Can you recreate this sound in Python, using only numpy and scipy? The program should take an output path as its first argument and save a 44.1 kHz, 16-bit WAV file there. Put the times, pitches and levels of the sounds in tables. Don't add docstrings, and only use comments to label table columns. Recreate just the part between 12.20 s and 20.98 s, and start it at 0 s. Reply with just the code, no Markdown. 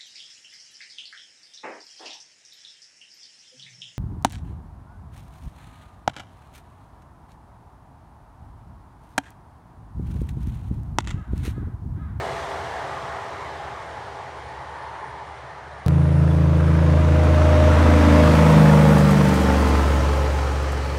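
import sys
import numpy as np
from scipy import signal
from scipy.fft import rfft, irfft, next_fast_len
from scipy.io import wavfile
from scipy.ndimage import uniform_filter1d, map_coordinates

SR = 44100
rng = np.random.default_rng(int(sys.argv[2]) if len(sys.argv) > 2 else 0)


def digitize_waveform(pressure):
    field = np.atleast_2d(pressure).T
    bounded = np.clip(field, -1, 1)
    quanta = np.round(bounded * 32767).astype(np.int16)
    wavfile.write(sys.argv[1], SR, quanta)


N = 387330
CUT_S = 3.663
SOUND_M_PER_S = 343

SPEED_M_PER_S, LANE_M, ABREAST_S, FIRING_HZ = 27.67, 21.9, 6.789, 75.21


def amp(db):
    return 10 ** (np.asarray(db) / 20)


def unit(x):
    return x / np.sqrt(np.mean(x ** 2) + 1e-20)


def clock():
    return np.arange(N) / SR


def curves(rows):
    times, *columns = np.transpose(rows)
    return [np.interp(clock(), times, column) for column in columns]


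def wobble(rate):
    knots = rng.standard_normal(int(N * rate / SR) + 4)
    positions = np.arange(0, N, 64) * rate / SR
    return map_coordinates(knots, [positions]).repeat(64)[:N]


def swell_burst(peak_s, peak_db, length_s):
    return amp(peak_db) * np.exp(-((clock() - peak_s) / length_s) ** 2)


def filtered(x, response):
    size = next_fast_len(N + SR // 4)
    return irfft(rfft(x, size) * response(np.fft.rfftfreq(size, 1 / SR)), size)[:N]


def rush(spectrum, patchy_db):
    grid = signal.stft(rng.standard_normal(N), nperseg=1024)[2]
    patches = uniform_filter1d(rng.standard_normal(grid.shape), size=4, axis=0)
    patches = uniform_filter1d(patches, size=12, axis=1)
    noise = signal.istft(grid * amp(patchy_db * unit(patches)), nperseg=1024)[1][:N]
    f, db = np.transpose(spectrum)

    def colour(hz):
        return amp(np.interp(np.log(hz + 1), np.log(f), db, left=-120, right=-120))

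    return unit(filtered(noise, colour))


def tone(turns, flutter_db, smear, rate):
    level = np.sqrt(2) * amp(flutter_db * wobble(rate))
    return level * np.sin(2 * np.pi * turns + smear * wobble(rate))


def distance(nearest_s):
    return np.sqrt(1 + ((clock() - nearest_s) * SPEED_M_PER_S / LANE_M) ** 2)


def passing(loudest_s, peak_db, before_db, after_db):
    loss_db = np.where(clock() < loudest_s, before_db, after_db)
    return amp(peak_db - loss_db * np.log2(distance(loudest_s)))


def wheels(loudest_s, peak_db, before_db, after_db, trailer_db):
    tractor = passing(loudest_s, peak_db, before_db, after_db)
    trailer = passing(7.37, peak_db + trailer_db, before_db=14, after_db=14)
    return np.hypot(tractor, trailer)


def heard_crank_hz():
    leaving = SPEED_M_PER_S ** 2 * (clock() - ABREAST_S) / (LANE_M * distance(ABREAST_S))
    return FIRING_HZ / 3 / (1 + leaving / SOUND_M_PER_S)


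def road_comb(hz, echo):
    detour_m = 2.37 / distance(ABREAST_S)
    lag = detour_m / SOUND_M_PER_S
    return np.abs(1 + echo * np.exp(-2j * np.pi * hz * lag))


def doppler(noise, crank):
    seconds_at_truck = (crank - crank[round(CUT_S * SR)]) * 3 / FIRING_HZ
    return map_coordinates(noise, [seconds_at_truck * SR], order=3)


# crankshaft order, strength of the road reflection from 0 to 1,
# turning moment in seconds, level there in dB, dB lost per doubling of distance before it, and after it
BARK_PARTIALS = [(4, .25, 6.4, -40, -2, 3.2), (5, 0, 4.6, -22, -3, 6.5), (7, 0.53, 6.6, -36.5, 2, 8),
                 (8, 0.01, 6.81, -18, 15.5, 29.5), (9, 0.5, 6.74, -21.5, 11.3, 30),
                 (10, 0.2, 6.8, -39.5, 4, 24), (12, 0.55, 5.45, -36.5, -1, 6.2),
                 (13, 0, 7.32, -36.5, 4, 22), (14, 0.13, 7.33, -37, 3, 15), (16, 0, 6.1, -39, 3, 4)]
# time in seconds,
# level of the firing tone's octave in dB, level of crankshaft order 11 in dB.
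SWELLING_PARTIALS = [(3.67, -20, -36.5), (4.75, -21.5, -33), (5.47, -34.5, -32.5), (5.88, -24.5, -20.5),
                     (6.42, -12, -31.5), (7.05, -18.5, -32.5), (7.3, -37, -25.5), (7.85, -32, -37.5),
                     (8.25, -39, -64), (8.78, -39, -55)]


def exhaust(crank, crank_hz):
    octave_db, eleventh_db = curves(SWELLING_PARTIALS)
    firings, firing_hz = 3 * crank, 3 * crank_hz
    drone = passing(loudest_s=6.68, peak_db=-8.1, before_db=8.6, after_db=14.6)
    drone *= road_comb(firing_hz, echo=0.85) * tone(firings, flutter_db=0.17, smear=.03, rate=13)
    drone += amp(octave_db) * tone(2 * firings + 1 / 2, flutter_db=1.0, smear=0.068, rate=14)

    def partial(order):
        return tone(order * crank + rng.random(), flutter_db=1.1, smear=.16, rate=14)

    bark = amp(eleventh_db) * partial(order=11)
    for order, echo, *swell in BARK_PARTIALS:
        bark += passing(*swell) * road_comb(order * crank_hz, echo) * partial(order)
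    return drone + bark


# crankshaft order, level in dB within the layer.
GEAR_TRAIN_PARTIALS = [(18, -13.5), (19, -2), (21.25, -1.5), (22, -2), (24, -10), (33.2, -3), (36.5, -3)]
# crankshaft order, level in dB within the layer.
TREAD_PARTIALS = [(36.6, 0.5), (42.9, -7), (43.7, -3.5), (54.8, -2.5)]


def whine(crank, crank_hz):
    mesh = road_comb(22.72 * crank_hz, echo=0.27) * tone(22.72 * crank, flutter_db=1.8, smear=.5, rate=13)
    axle = tone(18.3 * crank, flutter_db=1.5, smear=.35, rate=13)
    train = sum(amp(db) * tone(order * crank, flutter_db=3.0, smear=0.78, rate=10)
                for order, db in GEAR_TRAIN_PARTIALS)
    tread = sum(amp(db) * tone(order * crank, flutter_db=0.5, smear=0.97, rate=16)
                for order, db in TREAD_PARTIALS)
    turbo = amp(2 * wobble(4)) * tone(389 * crank, flutter_db=3, smear=2.5, rate=130)
    mesh *= passing(loudest_s=5.5, peak_db=-25.5, before_db=16.5, after_db=7.5)
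    axle *= passing(loudest_s=6.4, peak_db=-28, before_db=9, after_db=10)
    train *= passing(loudest_s=6.5, peak_db=-31.7, before_db=8, after_db=11.5)
    tread *= passing(loudest_s=7.5, peak_db=-37, before_db=9, after_db=12.5)
    turbo *= passing(loudest_s=6.3, peak_db=-62, before_db=8, after_db=11)
    return mesh + axle + train + tread + turbo


# frequency in Hz, relative level in dB per Hz.
BUFFET_COLOUR = [(15, -4), (30, -3), (50, 1), (70, 4), (130, -31)]
BOOM_COLOUR = [(45, -12), (90, 2.5), (130, 0.5), (220, -1.5), (320, 0), (450, -27)]
CHASSIS_COLOUR = [(220, -35), (320, -4.5), (390, -4.5), (470, 4.5), (580, -2), (700, -8.5), (1000, -12)]
ROAR_COLOUR = [(350, -34), (600, -4), (650, -5.5), (717, -7.5), (883, -6.5), (1080, -6.5), (1430, -9.5),
               (2600, -24), (3380, -59), (5720, -120)]
HISS_COLOUR = [(1120, -13), (1900, 0), (2790, -5), (3410, -6.5), (3900, -18), (5070, -47), (8580, -120)]
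AIR_COLOUR = [(2290, -12), (3900, 0), (5810, -2.5), (9500, -14.5), (12400, -41), (20900, -120)]
FIZZ_COLOUR = [(4710, -19), (8000, -4), (15100, -12), (15700, -13)]


def rolling(crank):
    clatter = 1 + .16 * sum(np.cos(2 * np.pi * order * crank) for order in range(1, 4))
    buffet = passing(loudest_s=6.1, peak_db=-38.5, before_db=13, after_db=16)
    buffet *= rush(BUFFET_COLOUR, patchy_db=0.0)
    boom = wheels(loudest_s=6, peak_db=-25, before_db=9, after_db=8, trailer_db=-7.5)
    boom *= rush(BOOM_COLOUR, patchy_db=1.0)
    chassis = wheels(loudest_s=6, peak_db=-27, before_db=6.5, after_db=9, trailer_db=-5.5)
    chassis *= doppler(rush(CHASSIS_COLOUR, patchy_db=0.5), crank)
    roar = wheels(loudest_s=6, peak_db=-24, before_db=10, after_db=6, trailer_db=-6.0)
    roar *= doppler(rush(ROAR_COLOUR, patchy_db=1.5), crank)
    hiss = wheels(loudest_s=6, peak_db=-34, before_db=10.5, after_db=4.5, trailer_db=-3.5)
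    hiss *= doppler(rush(HISS_COLOUR, patchy_db=1.0), crank)
    air = wheels(loudest_s=6, peak_db=-39.5, before_db=10.5, after_db=3.5, trailer_db=-3.5)
    air *= rush(AIR_COLOUR, patchy_db=1.3)
    fizz = wheels(loudest_s=6.5, peak_db=-46, before_db=11.5, after_db=9.5, trailer_db=-4.5)
    fizz *= amp(.6 * wobble(35)) * rush(FIZZ_COLOUR, patchy_db=0.4)
    pulsed = (chassis + roar) * unit(clatter) + (hiss + air) * unit(2 + clatter)
    return buffet + boom + pulsed + fizz


# start in seconds, level in dB.
CHAIN_SHAKES = [(6.782, -36), (6.8, -46), (6.908, -39), (7.085, -39), (7.14, -37), (7.155, -43),
                (7.485, -44), (8.426, -50), (8.52, -44)]
# frequency in Hz, relative level in dB per Hz.
CHAIN_COLOUR = [(2500, -25), (5000, 1), (9000, 1), (12000, -2), (15500, -11)]


def chains(t60=0.079):
    t = clock()
    shakes = sum(amp(db - 60 * np.abs(t - s) / t60) * (t >= s) for s, db in CHAIN_SHAKES)
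    return shakes * rush(CHAIN_COLOUR, patchy_db=1)


def fading(start_db, loss_db):
    doubling_s = 2.08
    return amp(start_db - loss_db * np.log2(1 + clock() / doubling_s))


# peak in seconds, dB added, length in seconds.
ROAR_SURGES = [(1.1, 2, .35), (2.8, 1.5, 0.3)]
# time in seconds, level in dB.
FAR_TREAD_LEVEL = [(0, -55), (1.7, -50), (2.2, -46.5), (2.9, -39), (3.2, -50), (3.66, -57)]
# frequency in Hz, relative level in dB per Hz.
FAR_RUMBLE_COLOUR = [(15, -69), (25, -40.5), (43, -24), (50, -17), (64, -1.5), (81, 1), (97, -4), (135, 0),
                     (224, -17.5), (300, -13), (390, -39), (660, -120)]
FAR_BODY_COLOUR = [(130, -51), (220, -20.5), (360, -7.5), (393, -7), (426, -5), (660, -3), (750, -2),
                   (980, -28), (1650, -120)]
FAR_ROAR_COLOUR = [(400, -16), (680, -11), (715, -7.5), (837, 1), (910, -3), (1200, -5.5), (1330, -9.5),
                   (1810, -9.5), (2150, -17), (2320, -19.5), (2600, -28), (3380, -33), (5720, -120)]
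FAR_HISS_COLOUR = [(1180, -27), (2000, -2.5), (2640, -9), (2880, -7), (4130, -10.5), (4660, -14),
                   (5710, -16.5), (8000, -25.5), (10400, -46), (17600, -120)]
FAR_FIZZ_COLOUR = [(3500, -12), (6000, 9), (9000, 7), (11000, -2.5), (15500, -10)]


def receding_truck():
    t = clock()
    rumble = fading(start_db=-40, loss_db=6.5) * rush(FAR_RUMBLE_COLOUR, patchy_db=1)
    firing = fading(start_db=-52, loss_db=-.5) * tone(72 * t, flutter_db=2.0, smear=1.0, rate=5.54)
    body = fading(start_db=-34.5, loss_db=9.4) * rush(FAR_BODY_COLOUR, patchy_db=0.5)
    surge_db = sum(db * np.exp(-((t - s) / length) ** 2) for s, db, length in ROAR_SURGES)
    roar = fading(start_db=-32.5, loss_db=6.06) * amp(surge_db) * rush(FAR_ROAR_COLOUR, patchy_db=1.5)
    hiss = fading(start_db=-41.5, loss_db=8.76) * rush(FAR_HISS_COLOUR, patchy_db=1.2)
    fizz = fading(start_db=-53, loss_db=13.8) * rush(FAR_FIZZ_COLOUR, patchy_db=.8)
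    low_hum = fading(start_db=-41, loss_db=13.2) * tone(397 * t, flutter_db=2.2, smear=.55, rate=7)
    high_hum = fading(start_db=-37.5, loss_db=12.8) * tone(673 * t, flutter_db=2, smear=.55, rate=7)
    tread_colour = [(780, -25), (855, 0), (910, -4), (1080, -12), (1200, -30)]  # Hz, dB per Hz
    tread = amp(curves(FAR_TREAD_LEVEL)[0]) * rush(tread_colour, patchy_db=1.3)
    return rumble + firing + body + roar + hiss + fizz + low_hum + high_hum + tread


# frequency in Hz, relative level in dB per Hz.
INSECT_COLOUR = [(7800, -40), (8700, -8), (9100, 0), (9450, -6), (9850, -13), (10300, -40)]
# peak in seconds, pitch in Hz, level in dB, length in seconds.
INSECT_BUZZES = [(2.45, 9850, -74, .25), (3.87, 9130, -63, .2), (4.15, 13050, -72, .2)]


def wildlife():
    t = clock()
    bird = swell_burst(peak_s=4.113, peak_db=-49, length_s=.01)
    bird *= tone(3430 * t, flutter_db=1, smear=1, rate=110)
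    buzzes = 0
    for s, hz, db, length in INSECT_BUZZES:
        narrow_band = [(hz - 500, -25), (hz, 0), (hz + 500, -25)]
        buzzes += swell_burst(s, db, length) * rush(narrow_band, patchy_db=2)
    chorus_db = np.where(t < CUT_S, -71.5, -66)
    chorus = amp(chorus_db) * rush(INSECT_COLOUR, patchy_db=4.0)
    return bird + buzzes + chorus


# start in seconds, level in dB.
CUT_CLICKS = [(3.6628, -20), (3.683, -12)]


def clicks(decay=.0007):
    t = clock()
    return sum(amp(db) * np.exp(-np.abs(t - s) / decay) * (t >= s) for s, db in CUT_CLICKS)


def scene():
    crank_hz = heard_crank_hz()
    crank = np.cumsum(crank_hz) / SR
    passing_truck = exhaust(crank, crank_hz) + whine(crank, crank_hz) + rolling(crank) + chains()
    trucks = np.where(clock() < CUT_S, receding_truck(), passing_truck)
    return (trucks + wildlife() + clicks())[None]


def record(dry):
    ceiling, top_hz = .72, 15750
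    soft = dry[0] / (1 + np.abs(dry[0] / ceiling) ** 8) ** (1 / 8)
    return filtered(soft, lambda hz: hz < top_hz)[None]


dry = scene()
out = record(dry)
digitize_waveform(out)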